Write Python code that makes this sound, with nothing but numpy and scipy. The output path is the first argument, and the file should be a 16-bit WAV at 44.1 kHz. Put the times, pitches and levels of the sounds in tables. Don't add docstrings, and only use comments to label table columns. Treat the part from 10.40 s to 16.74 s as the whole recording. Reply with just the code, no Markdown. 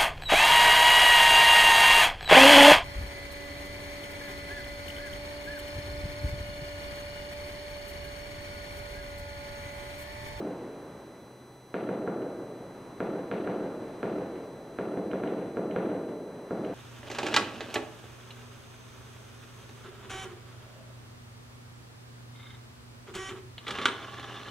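import sys
import numpy as np
from scipy import signal
from scipy.fft import rfft, irfft
from scipy.io import wavfile
from scipy.ndimage import uniform_filter1d

SR = 44100
rng = np.random.default_rng(int(sys.argv[2]) if len(sys.argv) > 2 else 0)


def master(y):
    cut = np.clip(np.atleast_2d(y).T, -1, 1)
    pcm = np.round(cut * 32767)
    wavfile.write(sys.argv[1], SR, pcm.astype(np.int16))


N = 279594
LEAD_S = 1


def undb(db):
    return 10 ** (np.asarray(db) / 20)


def level(x, db):
    return x * undb(db) / np.sqrt(np.mean(x ** 2))


def gains(spectrum, hz):
    knots_hz, db = np.transpose(spectrum)
    return undb(np.interp(np.log(hz + 1), np.log(knots_hz), db))


def pulse(spectrum, size=2048):
    hz = np.linspace(0, SR / 2, size // 2 + 1)
    cepstrum = irfft(np.log(gains(spectrum, hz)))
    cepstrum[1:size // 2] *= 2
    cepstrum[size // 2 + 1:] = 0
    return irfft(np.exp(rfft(cepstrum)))


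def wander(rate_hz):
    hold = int(SR / rate_hz)
    steps = np.repeat(rng.standard_normal(N // hold + 1), hold)
    return level(uniform_filter1d(uniform_filter1d(steps, hold), hold)[:N], 0)


def add(out, x, start_s):
    room = out[..., int(round(start_s * SR)):][..., :x.shape[-1]]
    room += x[..., :room.shape[-1]]


# freq_hz, side_minus_mid_db
MIC_WIDTH = [(40, -25), (130, -32.5), (300, -31.5), (550, -23), (1000, -12), (2000, -7), (5000, -10.5),
             (9000, -16), (12000, -32)]

def diffuse(spectrum, size, wide_db=0, wide_hz=600):
    hz = np.linspace(0, SR / 2, size // 2 + 1)
    mid, side = rfft(rng.standard_normal((2, size))) * gains(spectrum, hz)
    side = side * gains(MIC_WIDTH, hz) * undb(wide_db / (1 + (hz / wide_hz) ** 4))
    return level(irfft(np.array([mid + side, mid - side]), size), 0)


# delay_ms, gain_db
WALL_SLAPS = [(2.4, -9), (4.4, -6.5), (6.5, -22), (11, -18)]

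def direct_wave(spectrum, db, pan_db, lag_hz=550, smear_hz=1700, q=1.08, wall_hz=800):
    wave = level(pulse(spectrum), db)
    for hz in (lag_hz, smear_hz):
        wave = wave - 2 * signal.lfilter(*signal.iirpeak(hz, q, fs=SR), wave)
    slap = signal.sosfilt(signal.butter(2, wall_hz, "high", fs=SR, output="sos"), wave)
    for delay_ms, gain_db in WALL_SLAPS:
        add(wave, slap * undb(gain_db), delay_ms / 1000)
    return wave * undb(np.array([[pan_db], [-pan_db]]) / 2)


# delay_s, spread_s, level_db
HOUSES_AND_SLOPES = [(.016, .022, -2), (.096, .012, -1.5), (0.148, 0.013, -1.5), (0.192, 0.016, -4),
                     (0.333, 0.021, -8.5)]

def echo_envelope(t, attack_s=0.0024, fall_db_per_s=19.5, far_db=-26, far_fall_db_per_s=6):
    scattered = undb(-2 - fall_db_per_s * t)
    far_tail = undb(far_db - far_fall_db_per_s * t)
    power = scattered ** 2 + far_tail ** 2
    for delay_s, spread_s, level_db in HOUSES_AND_SLOPES:
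        power += undb(level_db) ** 2 * np.exp(-0.5 * ((t - delay_s) / spread_s) ** 2)
    return np.clip(t / attack_s, 0, 1) ** 2 * np.sqrt(power)


def rolling_echo(spectrum, db, dull_db_per_s, dull_hz=1150, even_s=0.022):
    t = np.arange(2 * SR) / SR
    echoes = diffuse(spectrum, len(t))
    running_power = uniform_filter1d(np.mean(echoes ** 2, axis=0), int(even_s * SR))
    echoes = echoes / np.sqrt(running_power)
    low = signal.sosfiltfilt(signal.butter(2, dull_hz, fs=SR, output="sos"), echoes)
    glint_db = 3.2 * wander(107)[:len(t)]
    treble = (echoes - low) * undb(glint_db - dull_db_per_s * t)
    return undb(db) * echo_envelope(t) * (low + treble)


def travel(source, paths):
    return signal.fftconvolve(source[None], paths, axes=1)[:, LEAD_S * SR:LEAD_S * SR + N]


# start_s, level_db, crack_db, edge_db
FAR_SHOTS = [(-.082, 0, -2, -4.5), (1.3417, .5, 0.5, 1.5), (1.490, 0, -3.5, -7), (1.6754, -0.5, 1, -10),
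             (2.6037, 1.6, 0, -3), (2.914, 0.4, 0, 3.5), (3.074, 0.7, 0, -5.5), (3.63, 2, -1.5, -1.5),
             (4.387, 0.6, -0.5, -3), (4.5734, 0, -12, -12), (4.733, -0.5, -1, -6), (4.836, 0.1, -2.5, -4.5),
             (5.1699, 2.1, -4.5, -10), (5.3617, 3.5, -1.5, -3), (6.108, 1.4, -4.5, -14)]
# freq_hz, level_db
CRACK_SPECTRUM = [(40, -28), (100, -21), (200, -2), (360, 0.5), (540, -6), (730, -10.5), (1000, -19.5),
                  (1230, -9), (1650, -9.5), (1950, -23.5), (2250, -16.5), (2900, -30), (4200, -36.5),
                  (6000, -89)]
# freq_hz, level_db
ECHO_SPECTRUM = [(30, -45), (70, -34), (120, -11), (165, -8), (186, -2), (210, -5.5), (300, 1), (450, 0),
                 (600, -3), (800, -11), (1050, -17.5), (1500, -19.5), (1900, -25), (2800, -33.5),
                 (4200, -44), (7000, -81)]

def shots(body_hz=550, crack_hz=1400, edge_hz=3000):
    source = np.zeros(N + LEAD_S * SR)
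    for start_s, level_db, crack_db, edge_db in FAR_SHOTS:
        blast = undb(level_db) * pulse([(body_hz, 0), (crack_hz, crack_db), (edge_hz, edge_db)])
        add(source, blast, LEAD_S + start_s)
    paths = rolling_echo(ECHO_SPECTRUM, db=-33.5, dull_db_per_s=12.5)
    add(paths, direct_wave(CRACK_SPECTRUM, db=-39.5, pan_db=-1.5), 0)
    return travel(source, paths)


# freq_hz, level_db
TRAFFIC_SPECTRUM = [(20, -15), (45, -9.5), (60, -6.5), (130, -1), (300, 3.5), (600, -3), (1000, -6),
                    (2000, -17), (3500, -27.5), (7000, -37), (14000, -53)]

def traffic(level_db=-49):
    murmur = diffuse(TRAFFIC_SPECTRUM, N, wide_db=11)
    swell_db = 2.18 * wander(1.5) + 0.5 * wander(7.82)
    return murmur * undb(level_db + swell_db)


def engine(pitch_hz=125.1, idle_db=-65, swell_db=9, swell_at_s=0.72, attack_s=0.18, fall_db_per_s=1.2):
    age_s = np.arange(N) / SR - swell_at_s
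    effort = np.clip(age_s / attack_s, 0, 1)
    db = idle_db + effort * (swell_db - fall_db_per_s * age_s)
    cycles = np.cumsum(pitch_hz * (1 + 0.00684 * wander(8))) / SR
    return np.sqrt(2) * np.sin(2 * np.pi * cycles) * undb(db + 1.2 * wander(6.2))


# freq_hz, level_db
HISS_SPECTRUM = [(500, -4.5), (3500, 0.5), (5000, 1), (7000, -2), (9200, -2), (11000, -1), (14000, -3),
                 (16000, -7)]
# pitch_hz, rms_db
LOW_TONES = [(1997, -74), (2401, -81)]
HIGH_TONES = [(3402, -82.5), (3601, -93), (4000, -67), (5001, -109.5), (6002, -71.5), (8000, -76.5),
              (10002, -76), (11999, -93)]

def electronics(hiss_db=-70, skew_rad=0.22):
    t = np.arange(N) / SR
    skew = np.array([[skew_rad], [-skew_rad]])
    whine = np.zeros((2, N))
    for pitch_hz, rms_db in [*LOW_TONES, *HIGH_TONES]:
        phase = 2 * np.pi * (pitch_hz * t + rng.random())
        whine += np.sqrt(2) * undb(rms_db) * np.sin(phase + skew)
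    return whine + diffuse(HISS_SPECTRUM, N) * undb(hiss_db)


# start_s, level_db
STAR_SNAPS = [(1.817, -7), (4.712, 3), (4.872, 1.5), (4.979, -7), (5.309, 1.5), (5.499, -7), (6.246, 2)]
# freq_hz, level_db
SNAP_SPECTRUM = [(300, -21), (900, -4), (1600, 4.5), (2550, 2), (3500, -4.5), (4400, -20), (6000, -51)]

def star_snaps(rise_s=0.0023):
    source = np.zeros(N + LEAD_S * SR)
    for start_s, level_db in STAR_SNAPS:
        add(source, undb([level_db]), LEAD_S + start_s)
    paths = rolling_echo(SNAP_SPECTRUM, db=-60.5, dull_db_per_s=28)
    age = np.arange(SR // 10) / SR / rise_s
    envelope = undb(-46) * age * np.exp(1 - age)
    add(paths, diffuse(SNAP_SPECTRUM, len(age)) * envelope, 0)
    return travel(source, paths)


def scene():
    return shots() + star_snaps() + traffic() + engine()


def record(dry):
    top_cut = signal.ellip(10, 0.1, 60, 15700, fs=SR, output="sos")
    return signal.sosfiltfilt(top_cut, dry + electronics())


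dry = scene()
out = record(dry)
master(out)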